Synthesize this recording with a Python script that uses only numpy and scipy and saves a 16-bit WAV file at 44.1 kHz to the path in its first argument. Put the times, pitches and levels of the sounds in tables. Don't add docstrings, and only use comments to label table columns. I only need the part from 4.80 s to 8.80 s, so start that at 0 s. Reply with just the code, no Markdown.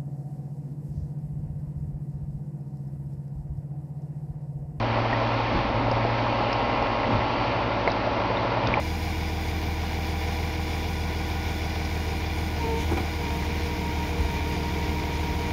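import sys
import numpy as np
from scipy import signal
from scipy.fft import rfft, irfft
from scipy.io import wavfile

SR = 44100
rng = np.random.default_rng(int(sys.argv[2]) if len(sys.argv) > 2 else 0)


def waveform_to_disk(signal):
    frames = np.transpose(np.atleast_2d(signal))
    scaled = np.clip(frames, -1, 1) * 32767
    samples = np.round(scaled).astype(np.int16)
    wavfile.write(sys.argv[1], SR, samples)


N = 176400

# (s, turns per second)
SPEED = [(0, 11.47), (.7, 11.6), (1.05, 11.54), (1.85, 11.65), (2.27, 11.6), (2.35, 11.45), (2.47, 12.04), (2.7, 12.05), (3.45, 11.97), (4, 11.98)]
SETTLES_S, SETTLING_S = 2.54, 0.37
# (multiple of the speed, dB at slow idle, dB at fast idle)
ORDERS = [(3, -47.5, -57), (7, -55.5, -64.5), (9, -42.5, -37), (15, -62.5, -43.5), (20, -41.5, -44.5), (23, -51, -47), (24, -41, -43.5), (26, -44.5, -47.5),
          (30, -45.5, -41.5), (33, -52.5, -51.5), (39, -51.5, -46), (42, -55.5, -55), (45, -49, -53.5), (47, -54.5, -38.5), (48, -40, -44), (50, -49, -57), (51, -45.5, -53.5),
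          (54, -42, -44.5), (63, -53, -46.5), (69.43, -43, -47.5), (72.38, -40.5, -39.5), (75.7, -49.5, -45), (80.6, -40.5, -42.5), (85.5, -46, -50), (87.1, -48.5, -44.5), (91.5, -38.5, -46), (99.9, -49, -59), (113, -47, -46.5)]
BOOM_ORDER = 10
# (s, dB)
BOOM = [(0, -29), (.7, -31), (.8, -36.5), (.88, -40), (1, -27.5), (1.45, -30.5), (1.7, -35.5), (2.2, -37.5), (2.6, -35), (3.3, -43), (4, -31.5)]
HUM_HZ = 53.8
HUM_DB = -41
# (s, length s, level dB)
SHUDDERS = [(.765, 0.029, -23.5), (.875, 0.02, -28), (1.002, 0.068, -31.5), (2.343, 0.054, -24), (3.905, 0.04, -26.5)]
SHUDDER_COLOUR = [(20, -13), (40, 2), (75, 3), (125, 1.5), (170, -4.5), (240, 1), (400, -11), (1000, -16), (2000, -27.5), (3500, -28.5), (6000, -52)]   # (Hz, dB per Hz)
CONTACT_JITTER_S, CONTACT_SPREAD_DB, CONTACT_CHANGE = .00006, 1.5, 0.53
THROB, THROB_SIX = 0.05, 0.16
CLATTER_DB = -31.5
CLATTER = [(60, -26.5), (160, -12), (240, -3.5), (320, -2), (400, -11), (560, -4), (720, 0), (900, -0.5), (1050, -3), (1130, -8.5), (1380, -5), (1470, -16), (2000, -9.5), (2800, -15.5), (3500, -25.5), (6500, -52.5)]   # (Hz, dB per Hz)
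MIDS = [(0, -27), (.7, -28.5), (1.3, -28.5), (1.8, -27), (2.3, -27.5), (2.8, -28), (3.2, -30), (3.6, -28), (4, -27.5)]
RUMBLE_DB = -34.5
RUMBLE = [(12, -32.5), (25, -6.5), (40, -2), (62, 0), (82, 7.5), (97, -6), (138, 5), (156, -24), (185, 0), (240, 4), (400, -5.5), (700, -0.5), (1200, -2), (2500, -49.5)]   # (Hz, dB per Hz)
FIZZ = [(500, -10.5), (1000, 1), (1500, 0.5), (2020, -1.5), (2250, 0.5), (2480, -1), (2900, -4.5), (3400, -6.5), (4350, -8.5), (4560, -8), (4850, -13), (5200, -14), (5800, -21), (6400, -30), (7000, -50)]   # (Hz, dB per Hz)
BUBBLES_DB, BUBBLES_PER_S, BUBBLE_CYCLES, BUBBLE_SPREAD_DB = -34, 900, 16.4, 1
BUBBLE_LOW_HZ, BUBBLE_HIGH_HZ = 473, 1097
# (s, peak dB, pitch Hz)
GLUGS = [(.176, -19, 780), (.256, -19.5, 660), (.328, -19, 640), (.414, -16.5, 645), (.958, -23.5, 746), (1.078, -19, 595), (1.114, -15.5, 544), (1.168, -17, 600), (1.25, -13.5, 663),
         (1.467, -21, 1090), (1.606, -14.5, 983), (2.019, -15, 602), (3.075, -12.5, 690), (3.274, -16.5, 656), (3.366, -15.5, 653), (3.503, -17, 890), (3.972, -17, 876)]
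JAR = [(490, -2.5, 0.04), (660, 1, 0.022), (779, -1, 0.024), (1010, -2.5, 0.031)]
# (s, pitch Hz, ring dB, t60 s, splash dB)
POPS = [(.329, 1850, -16.5, 0.037, -44), (1.113, 5150, -35, .015, -28.5), (1.728, 5050, -28.5, 0.022, -24), (2.024, 5430, -35, 0.016, -38), (3.076, 2100, -8.5, 0.013, -35),
        (3.101, 3820, -20, 0.011, -39), (3.117, 4700, -38, .008, -29), (3.57, 3660, -23.5, 0.022, -44), (3.8708, 3600, -15, .008, -24), (3.9395, 2310, -4.5, 0.01, -44)]
CUTOFF_HZ = 6650
TIME = np.arange(N) / SR
# (s, dB)
FIZZ_LEVEL = [(0, -36.5), (.6, -35), (.77, -34), (.92, -37.5), (1.4, -35), (1.9, -36.5), (2.45, -36), (2.65, -35.5), (2.9, -36), (3.3, -36), (4, -36.5)]
FIZZ_DB = None
FIZZ_PER_S, FIZZ_SPREAD_DB = 16000, 2.25
GLUG_S, GLUG_RATTLE_PER_S = None, None
POP_RISE_PER_S, POP_ATTACK_S, SPLASH_S = 3, .0006, 0.0022
SPLASH_DB = None
SPLASH = [(800, -18), (2500, -6), (3600, -6), (4600, 10), (5900, -3), (7000, -20), (9000, -35.5)]   # (Hz, dB per Hz)
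KNOCK_DB, KNOCK_HZ, KNOCK_T60_S = -2.5, 760, .006
GLUG_RING_DB, GLUG_T60_S = -5.5, 0.056
FLURRY_DB, FLURRY_S, FLURRY_PER_S = -8, 0.015, 2500
# (delay s, level dB)
REFLECTIONS = [(.0029, -17.5), (.0061, -17), (0.011, -17.5), (.019, -16)]
ROOM_T60_S = 0.15
WATER_MUFFLE_HZ = 1820
# (s, dB)
HISS_LEVEL = [(0, -52), (1.2, -49.5), (1.7, -42), (2.4, -46.5), (2.65, -38.5), (2.95, -52), (4, -49)]
HISS = [(1800, -29), (2400, -2.5), (2750, 0), (3050, -2.5), (3400, -15.5), (4350, -16.5), (4580, -4), (4800, -19), (6500, -42.5)]   # (Hz, dB per Hz)
# (s, dB)
WHINE = [(0, -5.5), (.6, -2), (1.2, -2), (1.7, 1), (2.2, 1.5), (2.7, 1), (3.3, -1), (4, 1.5)]
WHINE_FROM_ORDER = 39


def from_db(db):
    return 10 ** (np.asarray(db) / 20)


def rms_one(x):
    return x / np.sqrt(np.mean(x ** 2) + 1e-20)


def in_time(rows):
    return np.interp(TIME, *np.transpose(rows))


def coloured(x, spectrum):
    hz, db = np.transpose(spectrum)
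    bins = np.maximum(np.fft.rfftfreq(N, 1 / SR), 1)
    return rms_one(irfft(rfft(x) * from_db(np.interp(np.log(bins), np.log(hz), db)), N))


def ring(clicks, hz, t60):
    r, w = np.exp(-np.log(1000) / (t60 * SR)), 2 * np.pi * hz / SR
    return signal.lfilter([0, np.sin(w)], [1, -2 * r * np.cos(w), r * r], clicks + 1e-18)


def clicks_at(s, sizes):
    inside = (s >= 0) & (s < (N - 1) / SR)
    return np.bincount((s[inside] * SR).astype(int), sizes[inside], N)


def grains(per_s, spread_db):
    sizes = from_db(spread_db * np.minimum(rng.exponential(1, N), 5)) * rng.choice([-1, 1], N)
    return sizes * (rng.random(N) < per_s / SR)


def drone(turns):
    fast = np.clip((TIME - SETTLES_S) / SETTLING_S + .5, 0, 1)
    whine_db = in_time(WHINE)
    notes = [(round(k) * turns, slow_db + (fast_db - slow_db) * fast + whine_db * (k >= WHINE_FROM_ORDER)) for k, slow_db, fast_db in ORDERS]
    notes += [(BOOM_ORDER * turns, in_time(BOOM)), (HUM_HZ * TIME, HUM_DB)]
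    return np.sqrt(2) * sum(from_db(db) * np.sin(2 * np.pi * (cycles + rng.random())) for cycles, db in notes)


def clatter(turns, count=400):
    place = rng.random(count)
    size = from_db(CONTACT_SPREAD_DB * rng.standard_normal(count)) * rng.choice([-1, 1], count)
    cycle = np.arange(int(turns[-1] / 2) + 1)[:, None]
    jitter, change = rng.standard_normal((2, len(cycle), count))
    s = np.interp(2 * (cycle + place), turns, TIME, right=-1) + CONTACT_JITTER_S * jitter
    firing = 2 * np.pi * 3 * turns
    throb = 1 + THROB * np.cos(firing) + THROB_SIX * np.cos(2 * firing)
    return from_db(CLATTER_DB) * throb * coloured(room(clicks_at(s, size * (1 + CONTACT_CHANGE * change))), CLATTER)


def rumble():
    swell = sum(from_db(db) * np.exp(-.5 * ((TIME - s) / length) ** 2) for s, length, db in SHUDDERS)
    return from_db(RUMBLE_DB) * coloured(rng.standard_normal(N), RUMBLE) + swell * coloured(rng.standard_normal(N), SHUDDER_COLOUR)


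def churn(count=20):
    born, dealt = grains(BUBBLES_PER_S, BUBBLE_SPREAD_DB), rng.integers(0, count, N)
    pitches = np.geomspace(BUBBLE_LOW_HZ, BUBBLE_HIGH_HZ, count)
    return from_db(BUBBLES_DB) * rms_one(sum(ring(born * (dealt == k), hz, BUBBLE_CYCLES / hz) for k, hz in enumerate(pitches)))


def fizz():
    return from_db(in_time(FIZZ_LEVEL)) * coloured(grains(FIZZ_PER_S, FIZZ_SPREAD_DB), FIZZ)


def glugs():
    out, strength = 0, 0
    for s, db, hz in GLUGS:
        click = clicks_at(np.array([s]), from_db([db]))
        out = out + from_db(GLUG_RING_DB) * ring(click, hz, GLUG_T60_S) + from_db(KNOCK_DB) * ring(click, KNOCK_HZ, KNOCK_T60_S)
        strength = strength + from_db(db + FLURRY_DB) * (TIME >= s) * np.exp(-np.abs(TIME - s) / FLURRY_S)
    wall = sum(from_db(db) * ring(grains(FLURRY_PER_S, spread_db=1), hz, t60) for hz, db, t60 in JAR)
    return signal.sosfilt(signal.butter(2, WATER_MUFFLE_HZ, fs=SR, output="sos"), strength * rms_one(wall) - out)


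def pops():
    out, t = np.zeros(N + SR), TIME[:SR // 20]
    spray = coloured(rng.standard_normal(N), SPLASH)
    for k, (s, hz, db, t60, splash_db) in enumerate(POPS):
        tone = from_db(db) * np.sin(2 * np.pi * hz * (t + POP_RISE_PER_S * t * t / 2)) * np.exp(-np.log(1000) * t / t60)
        splash = from_db(splash_db) * spray[k * len(t):(k + 1) * len(t)] * np.exp(-t / SPLASH_S)
        start = int(s * SR)
        out[start:start + len(t)] += (tone + splash) * (1 - np.exp(-t / POP_ATTACK_S))
    return out[:N]


def room(x):
    t = TIME[:SR // 3]
    tail = rng.standard_normal(len(t)) * np.exp(-np.log(1000) * t / ROOM_T60_S)
    return x + signal.fftconvolve(x, tail / np.linalg.norm(tail))[:N]


def bench(x):
    echoes = sum(from_db(db) * np.interp(TIME - delay, TIME, x, left=0) for delay, db in REFLECTIONS)
    return (x + echoes) / np.sqrt(1 + sum(from_db(db) ** 2 for delay, db in REFLECTIONS))


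def hiss():
    return from_db(in_time(HISS_LEVEL)) * coloured(rng.standard_normal(N), HISS)


def scene():
    turns = np.cumsum(in_time(SPEED)) / SR
    mids_db = in_time(MIDS)
    middle = from_db(mids_db - mids_db.mean()) * (clatter(turns) + churn())
    return (drone(turns) + rumble() + middle + bench(fizz() + hiss()) + glugs() + pops())[None]


def record(dry):
    return signal.sosfilt(signal.cheby1(14, .1, CUTOFF_HZ, fs=SR, output="sos"), dry)


dry = scene()
out = record(dry)
waveform_to_disk(out)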